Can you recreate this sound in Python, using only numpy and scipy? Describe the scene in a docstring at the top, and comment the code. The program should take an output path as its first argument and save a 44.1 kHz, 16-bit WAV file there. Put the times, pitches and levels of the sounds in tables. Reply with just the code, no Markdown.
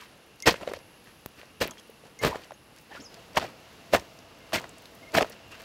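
"""A steel hoe chops dry soil seven times in a garden clearing: crunches, knocks on hard ground, a little ringing.
Clods and grit fall, earth slides off the blade, a bird chirps once, insects sing over a soft outdoor hush.
At 3.1 s the background switches abruptly: louder hush, other insect levels, a faint hum.
Crunch and spills are random clicks through resonances; knocks and pings are damped sines, grit ticks noise
bursts, squeaks and rasps shaken tones, the bird a gliding sine, the background filtered noise."""
import sys
import numpy as np
from scipy import signal
from scipy.fft import rfft, irfft
from scipy.io import wavfile
from scipy.ndimage import uniform_filter1d

SR = 44100
rng = np.random.default_rng(int(sys.argv[2]) if len(sys.argv) > 2 else 0)


def persist_wave(psi):
    """Save psi, clipped to +-1, as 16-bit WAV."""
    counts = np.round(np.clip(psi, -1, 1) * 32767).astype(np.int16)
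    wavfile.write(sys.argv[1], SR, np.atleast_2d(counts).T)


N = 248724
LN_60DB = np.log(1000)


def undb(db):
    """Decibels to amplitude ratio."""
    return 10 ** (np.asarray(db) / 20)


def level(x, db=0):
    """Scale x to the given RMS level."""
    return x * undb(db) / np.sqrt(np.mean(x ** 2))


def band(x, hz, width_hz):
    """Two-pole resonance, gain 1 at the centre."""
    return signal.lfilter(*signal.iirpeak(hz, hz / width_hz, fs=SR), x)


def colour(x, points):
    """Causal filter with the given (f/Hz, gain/dB) shape, from the folded cepstrum."""
    hz, db = np.transpose(points)
    size = 8192
    bin_hz = np.arange(size // 2 + 1) * SR / size
    log_gain = np.interp(np.log(bin_hz + 1), np.log(hz), db) * np.log(10) / 20
    ceps = irfft(log_gain)
    ceps[1:size // 2] *= 2
    ceps[size // 2 + 1:] = 0
    impulse = irfft(np.exp(rfft(ceps)))
    return signal.fftconvolve(x, impulse)[:N]


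def walk(rate_hz):
    """Random levels held 1 / rate_hz and slewed; spread near 1."""
    k = int(SR / rate_hz)
    held = np.repeat(rng.standard_normal(N // k + 1), k)
    return 1.26 * uniform_filter1d(uniform_filter1d(held, k), k)[:N]


def add(track, start_s, sound):
    """Mix a short sound in at start_s."""
    i = int(start_s * SR)
    track[i:i + len(sound)] += sound[:N - i]


def grains(share, spread_db):
    """Breaking crumbs: a share of the samples are clicks with a long tail of big ones."""
    when, size, sign = rng.random((3, N))
    return (when < share) * np.sign(sign - .5) * undb(-spread_db * np.log(1 - size))


def crumbs(share, spread_db, clump_db):
    """Crumbs of each size ring briefly at their own pitch and break in their own clumps; fine ones are many."""
    out = 0
    for hz in 40 * 2 ** np.arange(0, 8.6, .5):
        many = min(share * (1 + hz / 2500), 1)
        ringing = band(grains(many, spread_db), hz, 0.43 * hz) / np.sqrt(many)
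        out = out + ringing * undb(clump_db * walk(150))
    return out


def crunch():
    """Breaking crumbs make the dull soil body and the bright grit; the grit also rings the blade's modes."""
    # blade driving in: first bite t/s, rise/s, push/s, climb during push/dB, fall T60/s, body/dB, grit/dB
    chop_table = [(0.459, 0.009, 0.017, 12.5, .13, -15, -15),
                  (1.6045, 0.0061, 0.016, 13.5, .12, -22.5, -23.5),
                  (2.237, 0.066, 0.025, 1, .17, -21.5, -26), (3.369, 0.026, 0.0034, 5, 0.058, -21, -22),
                  (3.935, 0.032, 0.014, 0, .1, -20, -24), (4.533, 0.013, 0.029, -1, 0.11, -30, -26),
                  (5.145, 0.037, 0.035, 7.5, 0.095, -18.5, -22.5),
                  (5.209, .005, 0.0063, 12, 0.026, -23, -31), (5.221, .004, .006, -2, 0.032, -27, -33)]
    # loose soil spilling or dragged; at 1.389 the whoosh of the swung hoe:
    # peak t/s, e-fold rise/s, body/dB, grit/dB
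    spill_table = [(0.03, 0.11, -79.5, -48.5), (0.614, 0.013, -39.5, -46.5), (0.689, 0.031, -41, -45.5),
                   (0.739, .003, -43.5, -46), (1.074, 0.014, -68, -51), (1.389, 0.019, -53.5, -49),
                   (1.69, 0.018, -44.5, -63), (1.785, .011, -68, -54), (2.07, 0.047, -54, -56.5),
                   (2.33, 0.011, -37, -43.5), (2.44, 0.11, -52, -50), (2.78, 0.025, -72, -58),
                   (2.929, .029, -51, -54.5), (2.966, 0.037, -49, -45.5), (3.03, 0.023, -51, -72),
                   (3.2, 0.19, -53.5, -58), (3.358, 0.01, -38.5, -44), (3.423, 0.025, -34.5, -39.5),
                   (4.63, 0.05, -43.5, -53), (5.33, 0.11, -69, -55), (5.519, 0.0073, -61, -46),
                   (5.605, 0.024, -55, -48.5)]
    # blade modes: f/Hz, width/Hz, relative level/dB
    blade_modes = [(923, 9.9, 6), (1930, 110, 10), (2100, 8.3, 0), (2650, 220, -6), (3140, 12, 4.5),
                   (3600, 60, -29), (3960, 81, -4), (4370, 300, 5), (5290, 98, -5)]
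    # soil body spectrum: f/Hz, relative density/dB
    body_shape = [(15, -98), (25, 2), (144, -1.5), (524, 3.5), (694, 2), (832, -4.5), (981, 3), (1180, -3),
                  (1300, 1), (1690, -28.5), (2860, -120)]
    # grit spectrum: f/Hz, relative density/dB
    grit_shape = [(590, -48), (1000, 0.5), (1570, -1), (2590, -0.5), (3460, -6), (3890, -6), (10700, -23),
                  (13300, -18.5), (16000, -26)]
    # broken soil settling after each chop, re chop
    crumble_db, crumble_t60_s = -19.5, 0.38
    spill_t60_s = 0.27
    t, power = np.arange(N) / SR, 0

    def dying(start_s, t60_s):
        """Straight fall in dB after start_s, silent before."""
        return np.where(t > start_s, -60 * (t - start_s) / t60_s, -200)

    for s, rise_s, push_s, climb_db, t60_s, body_db, grit_db in chop_table:
        deep_s = s + push_s
        drive_db = np.interp(t, [s - rise_s, s, deep_s], [-60 - climb_db, -climb_db, 0], left=-200)
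        bite_db = np.where(t < deep_s, drive_db, dying(deep_s, t60_s))
        # doubled dB: powers add
        shape = undb(2 * bite_db) + undb(2 * (crumble_db + dying(deep_s, crumble_t60_s)))
        power = power + shape * undb(2 * np.array([[body_db], [grit_db]]))
    for s, rise_s, body_db, grit_db in spill_table:
        shape = np.exp(2 * np.minimum((t - s) / rise_s, -LN_60DB * (t - s) / spill_t60_s))
        power = power + shape * undb(2 * np.array([[body_db], [grit_db]]))
    body_env, grit_env = np.sqrt(power)

    soil = crumbs(share=.04, spread_db=3.5, clump_db=3.0)
    blade = sum(undb(db) * band(soil, hz, width_hz) / np.sqrt(width_hz) for hz, width_hz, db in blade_modes)
    grit = level(colour(soil, grit_shape)) + level(blade, -11.5)
    # the crushing comes in jerks of a few milliseconds
    jerk = undb(1.56 * walk(200))
    return jerk * (body_env * level(colour(soil, body_shape)) + grit_env * level(grit))


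def knocks():
    """Each knock is a soft push into one damped mode of the ground, with a short crack on top."""
    # blade on hard ground and clods landing: t/s, level/dB, f/Hz, crack re knock/dB
    knock_table = [(0.472, -14, 630, -4), (0.483, -15, 500, -4.5), (0.521, -27, 525, -13),
                   (0.541, -27, 545, -4), (0.631, -31.5, 640, -4.5), (0.675, -20, 541, -11),
                   (0.687, -34, 534, -6), (0.695, -31.5, 503, -18), (0.735, -26, 555, -3),
                   (0.77, -34.5, 530, -28), (1.612, -21, 544, -12), (1.895, -39.5, 473, -23),
                   (2.236, -25, 600, -6), (2.247, -20, 525, -1.5), (2.264, -19.5, 510, -9),
                   (2.329, -26.5, 920, -17), (2.346, -27.5, 740, -15), (2.356, -29, 450, -6),
                   (2.507, -34.5, 820, -4), (2.519, -34.5, 590, -8.5), (3.371, -15.5, 930, 1.5),
                   (3.376, -14, 700, -3), (3.383, -16.5, 970, -20), (3.426, -29, 720, -2),
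                   (3.445, -28.5, 689, -27), (3.9355, -6.5, 593, -10), (3.948, -7, 693, -9),
                   (4.533, -18.5, 655, -17), (4.559, -36, 650, 11), (4.522, -35, 700, 0),
                   (4.641, -35.5, 690, -0.5), (4.653, -44, 650, -1), (5.149, -18.5, 690, -1),
                   (5.177, -11, 650, -9), (5.208, -16.5, 706, -5.5), (5.225, -20.5, 650, -3.5),
                   (5.245, -26, 640, -7)]
    t60_cycles = 10.3
    out, t = np.zeros(N), np.arange(SR // 8) / SR
    for s, db, hz, crack_db in knock_table:
        fall = (1 - np.exp(-t / 0.00085)) ** 2 * np.exp(-LN_60DB * t * hz / t60_cycles)
        brief = fall * np.exp(-t / 0.0058)
        noise = band(band(rng.standard_normal(len(t)), 1110, 1460), 1280, 2240)
        tone = fall / np.max(fall) * np.sin(2 * np.pi * hz * t)
        crack = brief / np.max(brief) * level(noise, crack_db)
        add(out, s, undb(db) * (tone + crack))
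    return out


def snap():
    """One sudden pull of air, then a slower swing back of equal area."""
    # roots and hard clods breaking in one go: t/s, peak/dB
    snap_table = [(0.7357, -43), (1.2609, -20.5), (1.6208, -13), (2.2500, -6.5), (2.357, -30),
                  (3.3731, -12), (5.1833, -23), (5.517, -45)]
    fall_s, back_ratio = 0.00049, 4.1
    out, t = np.zeros(N), np.arange(SR // 20) / SR
    pulse = np.exp(-t / (back_ratio * fall_s)) / back_ratio - np.exp(-t / fall_s)
    for s, db in snap_table:
        add(out, s, undb(db) * pulse / np.max(np.abs(pulse)))
    return out


def rub(length_s, hz, sag_hz_per_s, rough_hz):
    """A tone that swells and fades, its pitch shaken at random."""
    t = np.arange(int(length_s * SR)) / SR
    drift = uniform_filter1d(rng.standard_normal(SR // 4), size=60)[:len(t)]
    pitch_hz = hz - sag_hz_per_s * t + rough_hz * level(drift)
    return np.sin(np.pi * t / length_s) * np.sin(2 * np.pi * np.cumsum(pitch_hz) / SR)


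def rings():
    """Grazing makes the blade squeak on one sagging note; short rough tones are rasps and low pebble notes."""
    # blade's clear mode singing when grazed: t/s, length/s, level/dB
    squeak_table = [(0.424, 0.029, -37.5), (2.187, 0.034, -39.5), (4.40, 0.052, -57.5), (4.566, 0.025, -32),
                    (5.022, 0.026, -47.5), (5.061, 0.046, -47.5)]
    # earth scraping along the blade; the two near 3.3 kHz are the lower note of pebble pings:
    # t/s, f/Hz, level/dB
    rasp_table = [(1.703, 3300, -53), (1.773, 3260, -49.5), (2.306, 943, -35), (2.904, 817, -44),
                  (2.911, 1775, -45), (2.94, 1690, -45), (2.96, 1467, -42), (2.949, 1055, -46.5),
                  (2.991, 299, -44), (3.418, 690, -35.5), (5.517, 2730, -44.5)]
    squeak_hz, squeak_sag_hz_per_s, squeak_rough_hz = 2134, 400, 33
    rasp_s, rasp_rough_hz = 0.03, 110
    out = np.zeros(N)
    for s, length_s, db in squeak_table:
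        add(out, s, undb(db) * rub(length_s, squeak_hz, squeak_sag_hz_per_s, squeak_rough_hz))
    for s, hz, db in rasp_table:
        add(out, s, undb(db) * rub(rasp_s, hz, 0, rasp_rough_hz))
    return out


def pings():
    """A pebble pings the blade's high mode: a short, clear, damped sine."""
    # pebble hits: t/s, level/dB
    ping_table = [(0.429, -37), (1.711, -42), (1.79, -50), (2.194, -41), (2.538, -48), (4.006, -52)]
    ping_hz, t60_s = 6450, 0.038
    out, t = np.zeros(N), np.arange(SR // 8) / SR
    fall = (1 - np.exp(-t / 0.00087)) * np.exp(-LN_60DB * t / t60_s)
    ring = fall * np.sin(2 * np.pi * ping_hz * t)
    for s, db in ping_table:
        add(out, s, undb(db) * ring)
    return out


def ticks():
    """Each tick is a dying spit of noise around its centre; fine dust patters at random throughout."""
    # grit and small stones clicking: t/s, level/dB, centre f/Hz
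    tick_table = [(0.402, -35.5, 5100), (0.4232, -27, 5450), (0.6095, -48, 4620), (0.675, -40, 4000),
                  (0.737, -41, 4250), (0.7884, -45, 5300), (1.26, -31.5, 13400), (1.2875, -52, 13200),
                  (1.6748, -31.5, 12800), (1.709, -31.5, 6440), (1.781, -44, 5230), (1.797, -41, 6370),
                  (1.9, -48, 13000), (2.19, -35, 5700), (2.4312, -52, 4690), (2.7846, -40, 5500),
                  (3.1424, -36, 4670), (3.332, -46, 5000), (3.359, -33, 5500), (3.996, -35.5, 5450),
                  (4.189, -43.5, 4940), (4.615, -40, 4770), (4.6923, -38.5, 7400), (4.782, -41, 8000),
                  (4.856, -36, 4000), (5.1195, -39.5, 4750), (5.3208, -42, 5500), (5.517, -43, 4380)]
    t60_s = 0.014
    out, t = np.zeros(N), np.arange(SR // 8) / SR
    fall = (1 - np.exp(-t / 0.00053)) * np.exp(-LN_60DB * t / t60_s)
    for s, db, hz in tick_table:
        spit = level(band(rng.standard_normal(len(t)), min(hz, 15000), 0.26 * hz))
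        add(out, s, undb(db) * spit * fall)
    hits = np.abs(grains(share=0.00049, spread_db=3.5))
    dust_env = signal.lfilter([1], [1, -np.exp(-1 / (0.0037 * SR))], hits)
    return out + undb(-66.5) * dust_env * level(band(rng.standard_normal(N), 13000, 11000))


def bird():
    """One whistle that shoots up and slides down, hoarse on the way up; the trees scatter it back."""
    # chirp track: t/s, f/Hz, level/dB
    chirp_table = [(2.998, 4200, -59), (3.004, 5170, -47), (3.015, 6300, -53), (3.03, 7200, -57),
                   (3.045, 6260, -49), (3.055, 5380, -49), (3.066, 4970, -41.5), (3.078, 4780, -67)]
    top_s = 3.03
    s, hz, db = np.transpose(chirp_table)
    t = np.arange(N) / SR
    hoarse_hz = np.where(t < top_s, 500, 60) * walk(900)
    tone = np.sin(2 * np.pi * np.cumsum(np.interp(t, s, hz) + hoarse_hz) / SR)
    tone = tone * undb(np.interp(t, s, db, left=-200, right=-200))
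    trees = rng.standard_normal(SR // 3) * np.exp(-LN_60DB * t[:SR // 3] / 0.27)
    return tone + undb(-34) * signal.fftconvolve(tone, trees)[:N]


def clearing():
    """Leaves and far noise flicker by octave; insects hold narrow bands; a faint hum joins after the switch."""
    # hush spectrum: f/Hz, relative density/dB
    hush_shape = [(15, -41), (25, -3), (153, -1.5), (373, -4), (405, -8.5), (439, -2), (641, -7),
                  (1020, -9), (4870, -18), (6560, -22.5), (10100, -33), (11300, -32), (16000, -29.5)]
    # insect bands: f/Hz, width/Hz, level before/dB, level after/dB
    insect_table = [(2770, 390, -66.5, -62.5), (9500, 440, -75.5, -94), (11090, 1300, -70, -71.5)]
    switch_s, hush_before_db, hush_after_db = 3.1, -55.5, -52
    hum_hz, hum_width_hz, hum_db = 664.5, 24, -62.5
    before = np.arange(N) / SR < switch_s
    octaves = sum(band(rng.standard_normal(N), hz, hz) * undb(walk(9)) for hz in 16 * 2. 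** np.arange(11))
    hush = level(colour(octaves, hush_shape)) * undb(np.where(before, hush_before_db, hush_after_db))
    insects = 0
    for hz, width_hz, before_db, after_db in insect_table:
        song = level(band(band(rng.standard_normal(N), hz, width_hz), hz, width_hz))
        insects = insects + song * undb(np.where(before, before_db, after_db) + 1.5 * walk(5.82))
    hum = level(band(rng.standard_normal(N), hum_hz, hum_width_hz), hum_db) * ~before
    return hush + insects + hum


def scene():
    """Sum of all sources, one channel."""
    return (crunch() + knocks() + ticks() + pings() + snap() + rings() + bird() + clearing())[None, :]


def record(dry):
    """The microphone loses the deepest bass, rounds the loudest peaks and cuts the top steeply."""
    top_hz = 15750
    thin = signal.sosfilt(signal.butter(2, 50, "high", fs=SR, output="sos"), dry)
    rounded = .8 * np.tanh(thin / .8)
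    return signal.sosfilt(signal.ellip(10, .2, 70, top_hz, fs=SR, output="sos"), rounded)


dry = scene()
out = record(dry)
persist_wave(out)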